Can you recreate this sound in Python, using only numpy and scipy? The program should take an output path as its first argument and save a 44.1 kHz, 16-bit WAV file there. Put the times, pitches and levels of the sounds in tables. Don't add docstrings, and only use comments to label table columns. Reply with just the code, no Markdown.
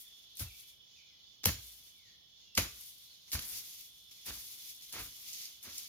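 import sys
import numpy as np
from scipy import signal
from scipy.fft import rfft, irfft, next_fast_len
from scipy.io import wavfile
from scipy.ndimage import uniform_filter1d

SR = 44100
rng = np.random.default_rng(int(sys.argv[2]) if len(sys.argv) > 2 else 0)


def wav_record(signal):
    frames = np.transpose(np.atleast_2d(signal))
    bounded = np.clip(frames, -1, 1)
    quanta = np.round(bounded * 32767).astype(np.int16)
    wavfile.write(sys.argv[1], SR, quanta)


def rack_gain(trim_db):
    fader = np.asarray(trim_db, float)
    return 10 ** (fader / 20)


N = 259308
T = np.arange(N) / SR
COARSE = 16

# start_s, peak_db, dullness_db, rise_ms, fade_s
BLOWS = [(.375, -43, -32, 3, 0.04), (0.393, -33, -13, .8, 0.06), (1.4334, -38.5, -10, 0.7, 0.27),
         (1.4403, -26.5, 0, 0.16, 0.0095), (1.45, -22, -10, 2.2, 0.039), (1.456, -11.5, -5, 0.4, 0.017),
         (2.549, -37, -29, 1.2, 0.09), (2.5698, -8, -6, 6.6, 0.036), (2.5759, -16, 1.5, 0.51, 0.027),
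         (3.3165, -28, -24, .5, 0.025), (3.323, -32.5, -15, .6, 0.057), (3.33, -27, -9, 0.71, 0.038),
         (3.3511, -32.5, 6, 0.54, 0.035), (3.3908, -27, 2.5, 0.75, 0.014), (4.809, -42.5, -11, 0.82, 0.042),
         (4.922, -34, -9.5, 2.3, 0.099), (4.262, -62, -24, 5.4, .08), (5.627, -39.5, -22, 0.5, 0.028),
         (5.739, -44, -35, 1.3, 0.025)]
# pitch_hz, level_db, fade_s
BLADE = [(942, -4, .06), (1514, -3, .07), (2084, -4, .07), (2291, 0, .08), (3956, -3, .06), (4518, -4, .08),
         (5453, -6, .05), (6821, -5, .05), (10500, -7, .03), (12340, -8, .03)]
RING_DB, RING_PER_DB = -5, 4.2

# start_s, peak_db,
# pitch_hz, fade_s
TICKS = [(0.3537, -46, 11600, .008), (0.37, -40, 6300, 0.014), (0.6, -44, 10800, 0.0073),
         (1.441, -27, 4600, 0.0059), (1.445, -51, 12100, .008), (1.455, -16.5, 12400, 0.049),
         (2.5525, -29, 5500, 0.011), (2.574, -30, 11200, 0.055), (2.81, -41, 10600, 0.018),
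         (3.2975, -47, 11000, 0.007), (3.3949, -32.5, 11600, 0.03), (3.422, -39, 11000, .01),
         (5.3305, -36, 6300, 0.032), (5.4535, -32, 5000, 0.021), (5.424, -40, 6500, .015),
         (5.484, -50, 5400, .015), (5.7799, -31, 5600, 0.036), (5.7812, -35.5, 9800, 0.013),
         (5.782, -34, 14500, .02), (3.3072, -45, 10500, 0.0045), (4.926, -38.5, 10300, .02),
         (5.628, -54, 11000, 0.024), (2.576, -18.5, 2180, 0.036), (2.577, -28, 970, 0.034),
         (2.584, -31.5, 495, 0.019), (1.462, -32, 200, .03), (1.456, -31.5, 830, 0.016),
         (1.458, -31.5, 444, 0.031)]

# start_s, level_db, first_hz, fade_s, hollow_knock_db
THUMPS = [
    (0.406, -44, 94, 0.31, -3),
    (1.458, -24, 133, 0.25, -3),
    (1.582, -48, 76.5, 0.44, -30),
    (2.581, -26, 113, 0.15, 0),
    (2.719, -56, 75.6, 0.34, -23),
    (3.35, -28, 99, 0.067, -23),
    (4.285, -45, 89, 0.31, -30),
    (4.958, -59, 110, 0.16, -9),
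    (5.677, -54.5, 111, 0.069, 6.5),
]
GROUND_HZ = 58.6
KNOCK_HZ, KNOCK_FADE_S = 230, 0.035

# start_s, crumbs_db, clods_db, rumble_db, hold_s
CUTS = [(.398, -40, -54, -40, 0.016), (1.465, -37.5, -40, -34.5, 0.019), (2.581, -35, -37.5, -37, 0.0077),
        (3.331, -34.5, -47.5, -37, 0.0042), (3.41, -62, -60.5, -67.5, 0.16),
        (4.262, -44.5, -50, -50.5, 0.03), (4.318, -70, -63.5, -68, 0.082), (4.933, -49.5, -52.5, -56, .003),
        (4.948, -53.5, -49, -56, 0.07), (4.992, -48, -67, -58.5, 0.046), (5.634, -50.5, -60, -80.5, .02),
        (5.66, -64, -59, -64, 0.048)]
CUT_RISE_S = 0.053
CUT_FADE_S = [0.18, 0.22, .22, 0.24]
CUT_DELAY_S = [0., .003, .008, .022]
CUT_LEAVES_DB = -2

# start_s (full level reached), crumbs_db,
# rise_s (over 60 dB), fade_s, coarseness_db
SHOWERS = [(.02, -51.5, 0.45, 0.2, -11), (.114, -68, 7, 2, 1), (.372, -50.5, 0.04, 0.4, -9.5),
           (.608, -58.5, 1.5, 0.26, -4.5), (.692, -60.5, 0.4, 0.33, -3), (1.666, -54, 1, 1.01, -8),
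           (1.88, -66.5, 9, 0.53, 1), (2.65, -58.5, 4.5, 0.38, -6.5), (2.816, -53, 1, 1.27, -6),
           (3.064, -65, 4, 0.91, -3.5), (3.285, -64.5, 0.1, 1.1, 4.5)]
# start_s, crumbs_db, rise_s (over 60 dB), fade_s, coarseness_db
RAKES = [(3.39, -56.5, 4.9, 0.74, 5.5), (3.49, -44, 0.5, 0.74, -26), (3.535, -47, 0.3, 0.87, -2),
         (3.731, -54.5, 1, 1.52, -3.5), (4.111, -59, 0, 1.14, -1.5), (4.34, -50, 2.3, 2.35, -4.5),
         (4.52, -59.5, 4.5, 1.3, -14), (4.695, -50.5, 1.5, 0.32, -4.5), (4.822, -56, 0, 1.2, -3),
         (5.08, -56, 11, 0.9, -5.5), (5.218, -53, 0.5, 0.64, -10), (5.285, -51, 0.1, 1.2, -2),
         (5.42, -51, 1.5, 0.49, 0), (5.65, -64.5, -0.3, .8, 8), (5.785, -49, 0.6, 1.06, -2)]
CLODS_DB, CLODS_PER_COARSE, RUMBLE_DB = -15, 1.4, -27

# start_s, level_db
PUFFS = [(.988, -65), (1.335, -68), (2.076, -67), (2.434, -65.5), (3.157, -65), (4.25, -64.5)]
PUFF_RISE_S, PUFF_FADE_S, PUFF_CRUMBS_DB = 0.8, 0.58, -12.5

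# pitch_hz, level_db
CRUMBS = [(6000, -40), (7200, -2.5), (7900, -9), (8800, -7.5), (10000, -2.5), (12500, 0), (15000, 3),
          (16100, -17.5)]
# pitch_hz, level_db
LEAVES = [(1300, -54), (2000, -6), (3200, -1.5), (4500, 4), (6200, 4.5), (7000, 1), (7500, -19),
          (8400, -51)]
# pitch_hz, level_db
CLODS = [(110, -3), (200, 1), (300, 0), (600, -6), (1000, -3), (1600, -0.8), (2300, 0), (4500, -4.5),
         (7000, -27)]
# pitch_hz, level_db
RUMBLE = [(25, -30), (45, 6.5), (72, 1.5), (110, 1.5), (200, -18), (350, -46.5)]

# pitch_hz, width_hz, level_db, left_minus_right_db, throb (0 to 1)
CRICKETS = [(3035, 50, -72, -6.5, 0), (3352, 40, -67.5, -1, 0.27), (3443, 110, -71.5, -4.5, 0.5),
            (3560, 22, -69.5, -7.5, 0.26), (5340, 43, -76, -8, 0.03), (5150, 180, -83, -8.7, 0)]
# pitch_hz, level_db
HAZE = [(2300, -20), (2900, -5), (3700, 3), (4300, 4.5), (5200, -6), (6400, -3), (7000, -19), (7350, -42),
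        (8000, -48)]
# time_s, level_db
HAZE_LEVEL = [(0, -73.5), (.4, -59.5), (.8, -71), (1.05, -64.5), (1.2, -64), (1.4, -67.5), (1.6, -61.5),
              (1.9, -72), (2.1, -62.5), (2.25, -69.5), (2.45, -66.5), (3.1, -63), (3.3, -64), (4., -67),
              (4.6, -62), (5.35, -63.5), (5.88, -66.5)]
# start_s, length_s, pitch_hz, level_db
CHIRRS = [(1.05, .16, 5150, -69), (1.24, 0.099, 4950, -69), (2.043, .13, 4550, -74), (2.34, .14, 4200, -69),
          (3.068, .11, 4270, -62.5), (5.437, 0.06, 4280, -61)]
CHIRR_WIDTH_HZ = 350

# start_s, length_s, first_hz, last_hz, level_db
BIRD = [(.0, 0.077, 2230, 1674, -86), (0.45, .075, 2844, 2126, -68), (0.548, 0.099, 2480, 2090, -91),
        (0.95, 0.07, 2690, 2093, -72.5), (1.058, 0.1, 2330, 1864, -85.5), (1.924, 0.18, 2476, 1680, -78),
        (2.427, 0.17, 2880, 2570, -76)]
BIRD_PAN_DB = -5.5

# pitch_hz, level_db
AIR = [(25, -27.5), (45, -1), (86, -1.5), (300, -11.5), (900, -17.5), (2000, -24.5), (6800, -24.5),
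       (7300, -46.5), (8800, -31.5), (12300, -17), (16000, -21)]
AIR_DB = -73

# pitch_hz, level_db
SHADOW = [(300, 1.2), (1000, -1.1), (4500, -3), (6500, -2.5), (8000, 5.5), (11000, 6), (15000, 0)]
PORT_LAG = 4
TOP_HZ = 16150


def blows():
    bright, dull, jolt = np.zeros((3, N))
    for start_s, db, dull_db, rise_ms, fade_s in BLOWS:
        i = int(start_s * SR)
        t = T[:min(SR // 3, N - i)]
        rise = (1 - np.exp(-t / max(rise_ms / 1000, 1e-4))) ** 2
        shape = rack_gain(db) * rise * fall(t, max(fade_s, .004))
        bright[i:i + len(t)] += shape
        dull[i:i + len(t)] += shape * rack_gain(dull_db)
        jolt[i:i + len(t)] += shape * rack_gain(RING_DB + RING_PER_DB * db)
    crush = grit(spread_db=3.0, alike=0.69)
    crunch = bright * unit(colour(crush, CRUMBS)) * rack_gain(-13.0)
    crunch = crunch + bright * unit(colour(crush, LEAVES)) * rack_gain(-5.5)
    knock = dull * unit(colour(grit(spread_db=3.0, alike=0.85), CLODS)) * rack_gain(-6.0)
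    shake = jolt * grit(spread_db=1.5, alike=1.0)
    steel = sum(rack_gain(db) * ring(shake, hz, fade_s) for hz, db, fade_s in BLADE)
    near = crunch + knock + steel
    return near + rack_gain(-7) * trees(near, 0.5)


def ticks():
    out = np.zeros(N)
    t = T[:SR // 25]
    noises = rng.standard_normal((len(TICKS), len(t)))
    for (start_s, db, hz, fade_s), noise in zip(TICKS, noises):
        snap = np.diff(noise * fall(t, fade_s), 2, prepend=[0, 0])
        burst = ring(ring(snap, hz, 6. / hz), hz, 6. / hz)
        i = int(start_s * SR)
        out[i:i + len(t)] += rack_gain(db) * burst / np.abs(burst).max()
    near = np.array([out, np.roll(out, PORT_LAG)])
    return near + rack_gain(-8) * colour(trees(near, .22), [(500, -20), (2500, 0)])


def thumps():
    out = np.zeros(N)
    for start_s, db, first_hz, fade_s, knock_db in THUMPS:
        i = int(start_s * SR)
        t = T[:min(SR // 2, N - i)]
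        hz = GROUND_HZ + (first_hz - GROUND_HZ) * np.exp(-t / 0.0216)
        swing = np.sin(2 * np.pi * np.cumsum(hz) / SR)
        wave = (1 - np.exp(-t / 0.0056)) * fall(t, fade_s) * swing
        knock = rack_gain(knock_db) * fall(t, KNOCK_FADE_S) * np.sin(2 * np.pi * KNOCK_HZ * t)
        out[i:i + len(t)] += rack_gain(db) * (wave + knock)
    return out * rack_gain(1.2 * walk(40))


def soil():
    fine, dry_leaf, heavy, deep = loads()
    patchy_db = 1.3 * walk(45)
    crumbs = unit(colour(grit(spread_db=2.0, alike=0.13), CRUMBS))
    crumbs = crumbs + rack_gain(-13.5) * colour(snaps(10160, 14900, rate=300, fade_s=0.0036), CRUMBS)
    leaves = unit(colour(grit(spread_db=-0.5, alike=0.12), LEAVES))
    leaves = leaves + rack_gain(-9.0) * colour(snaps(2280, 6670, rate=200, fade_s=0.0079), LEAVES)
    clods = unit(colour(grit(spread_db=1.5, alike=0.7), CLODS))
    rumble = unit(colour(rng.standard_normal(N), RUMBLE))
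    bright = rack_gain(patchy_db - 1.18) * fine * crumbs + rack_gain(patchy_db + 3.5) * dry_leaf * leaves
    return bright + rack_gain(2.07 * walk(45) + 0.5) * heavy * clods + rack_gain(-4.5) * deep * rumble


def loads():
    clock = T[::COARSE]
    power = np.full((4, len(clock)), 1e-12)
    for start_s, crumbs_db, clods_db, rumble_db, hold_s in CUTS:
        leaves_db = (crumbs_db + clods_db) / 2 + CUT_LEAVES_DB
        layers_db = crumbs_db, leaves_db, clods_db, rumble_db
        power += [swell(start_s + delay_s, db, CUT_RISE_S, fade_s, hold_s) ** 2
                  for db, fade_s, delay_s in zip(layers_db, CUT_FADE_S, CUT_DELAY_S)]
    for start_s, db, rise_s, fade_s, coarse_db in SHOWERS + RAKES:
        clods_db = CLODS_DB + CLODS_PER_COARSE * coarse_db
        shares = rack_gain(np.array([0, coarse_db, clods_db, RUMBLE_DB]))
        thrown_s = max([0] + [cut[0] for cut in CUTS if cut[0] < start_s])
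        landing = swell(start_s, db, rise_s, fade_s) * (clock >= thrown_s)
        power += np.outer(shares, landing) ** 2
    for start_s, db in PUFFS:
        puff = swell(start_s, db, PUFF_RISE_S, PUFF_FADE_S)
        power[:2] += np.outer([rack_gain(PUFF_CRUMBS_DB), 1], puff) ** 2
    return [np.interp(T, clock, gain) for gain in np.sqrt(power)]


def snaps(low_hz, high_hz, rate, fade_s):
    out = np.zeros((2, N))
    for hz in np.geomspace(low_hz, high_hz, 7):
        when, size = rng.random((2, 2, N), dtype=np.float32)
        clicks = (when < rate / SR) * (2 * size - 1) ** 3
        out += ring(clicks, hz, fade_s)
    return unit(out)


def insects():
    haze_db = np.interp(T, *np.transpose(HAZE_LEVEL)) + 0.63 * walk(19)
    out = rack_gain(haze_db) * unit(colour(rng.standard_normal((2, N)), HAZE))
    for hz, width_hz, db, pan_db, throb in CRICKETS:
        line = unit(ring(rng.standard_normal((2, N)), hz, 4.2 / width_hz))
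        beat_hz = 27 + 2.586 * walk(2.4)
        beat = 1 + throb * np.sin(2 * np.pi * np.cumsum(beat_hz) / SR)
        drift_db = 1.7 * walk(1.3) + 0.34 * walk(20)
        out += rack_gain(db + drift_db + np.array([[pan_db], [-pan_db]]) / 2) * beat * line
    return out


def chirrs():
    out = np.zeros((2, N))
    noises = rng.standard_normal((len(CHIRRS), 2, SR // 4))
    for (start_s, length_s, hz, db), noise in zip(CHIRRS, noises):
        i, size = int(start_s * SR), min(int(length_s * SR), SR // 4)
        hiss = unit(ring(noise, hz, 4.8 / CHIRR_WIDTH_HZ))[:, :size]
        out[:, i:i + size] += rack_gain(db) * np.sin(np.pi * np.arange(size) / size) * hiss
    return out


def bird():
    out = np.zeros((2, N))
    pan_db = np.array([[BIRD_PAN_DB], [-BIRD_PAN_DB]]) / 2
    for start_s, length_s, first_hz, last_hz, db in BIRD:
        i = int(max(start_s, 0) * SR)
        along = T[:int(length_s * SR)] / length_s
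        hz = last_hz + (first_hz - last_hz) * (1 - along) ** 0.8
        turn = 2 * np.pi * np.cumsum(hz) / SR
        whistle = np.sin(turn) + rack_gain(-9.5) * np.sin(2 * turn)
        note = np.sin(np.pi * along ** 1.25) ** 0.4 * whistle
        out[:, i:i + len(along)] += rack_gain(db + pan_db) * note
    out = out * (1.7 + 0.7 * walk(180))
    return out + rack_gain(4) * trees(out, 0.8)


def air():
    mid, left, right = rng.standard_normal((3, N))
    shared = colour(mid, [(150, -2.0), (1200, -14.0)])
    hush = unit(colour(shared + np.array([left, right]), AIR))
    return rack_gain(AIR_DB + 0.26 * walk(8.9)) * hush


def trees(x, fade_s):
    t = T[:SR // 2]
    tail = rng.standard_normal((2, len(t))) * fall(t, fade_s) * (t > .008)
    tail = tail / np.sqrt(np.sum(tail ** 2, axis=1, keepdims=True))
    return signal.fftconvolve(x, tail, axes=1)[:, :N]


def grit(spread_db, alike):
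    size_db = np.clip(spread_db, 0, 7) * rng.exponential(size=N // 8 + 1)
    size = rack_gain(size_db).repeat(8)[:N]
    direct, left, right = size * rng.standard_normal((3, N))
    alike = np.clip(alike, 0, 1)
    straight = np.array([direct, np.roll(direct, PORT_LAG)])
    return np.sqrt(alike) * straight + np.sqrt(1 - alike) * np.array([left, right])


def swell(start_s, db, rise_s, fade_s, hold_s=0.):
    t = T[::COARSE]
    climb = np.maximum((start_s - t) / max(rise_s, .01), 0)
    decay = np.maximum((t - start_s - hold_s) / max(fade_s, .02), 0)
    return rack_gain(db - 60 * climb - 60 * decay)


def ring(x, hz, fade_s):
    r = np.exp(-np.log(1000) / (fade_s * SR))
    turn = 2 * np.pi * hz / SR
    return signal.lfilter([np.sin(turn) * np.sqrt(1 - r * r)], [1, -2 * r * np.cos(turn), r * r], x)


def fall(t, fade_s):
    return np.exp(-np.log(1000) * t / fade_s)


def walk(rate):
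    k = int(SR / rate)
    steps = np.repeat(rng.standard_normal(N // k + 1), k)
    return unit(uniform_filter1d(uniform_filter1d(steps, k), k)[:N])


def colour(x, points):
    hz, db = np.transpose(points)
    size = next_fast_len(N)
    bins_hz = np.arange(size // 2 + 1) * SR / size
    gain = rack_gain(np.interp(np.log(bins_hz + 1), np.log(hz), db))
    return irfft(rfft(x, size) * gain, size)[..., :N]


def unit(x):
    return x / np.sqrt(np.mean(x ** 2))


def scene():
    left, right = blows() + ticks() + soil()
    mid = (left + right) / 2
    side = colour((left - right) / 2, [(120, -17.0), (700, 0.5)])
    hoe = np.array([colour(mid + side, SHADOW), mid - side])
    return hoe + thumps() + insects() + chirrs() + bird() + air()


def low_pass(x):
    return signal.sosfilt(signal.butter(12, 16810, fs=SR, output="sos"), x)


def record(dry):
    trimmed = signal.sosfilt(signal.butter(2, 42, "highpass", fs=SR, output="sos"), dry)
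    mix = signal.sosfilt(signal.ellip(8, .2, 70, TOP_HZ, fs=SR, output="sos"), trimmed)
    return low_pass(mix)


dry = scene()
out = record(dry)
wav_record(out)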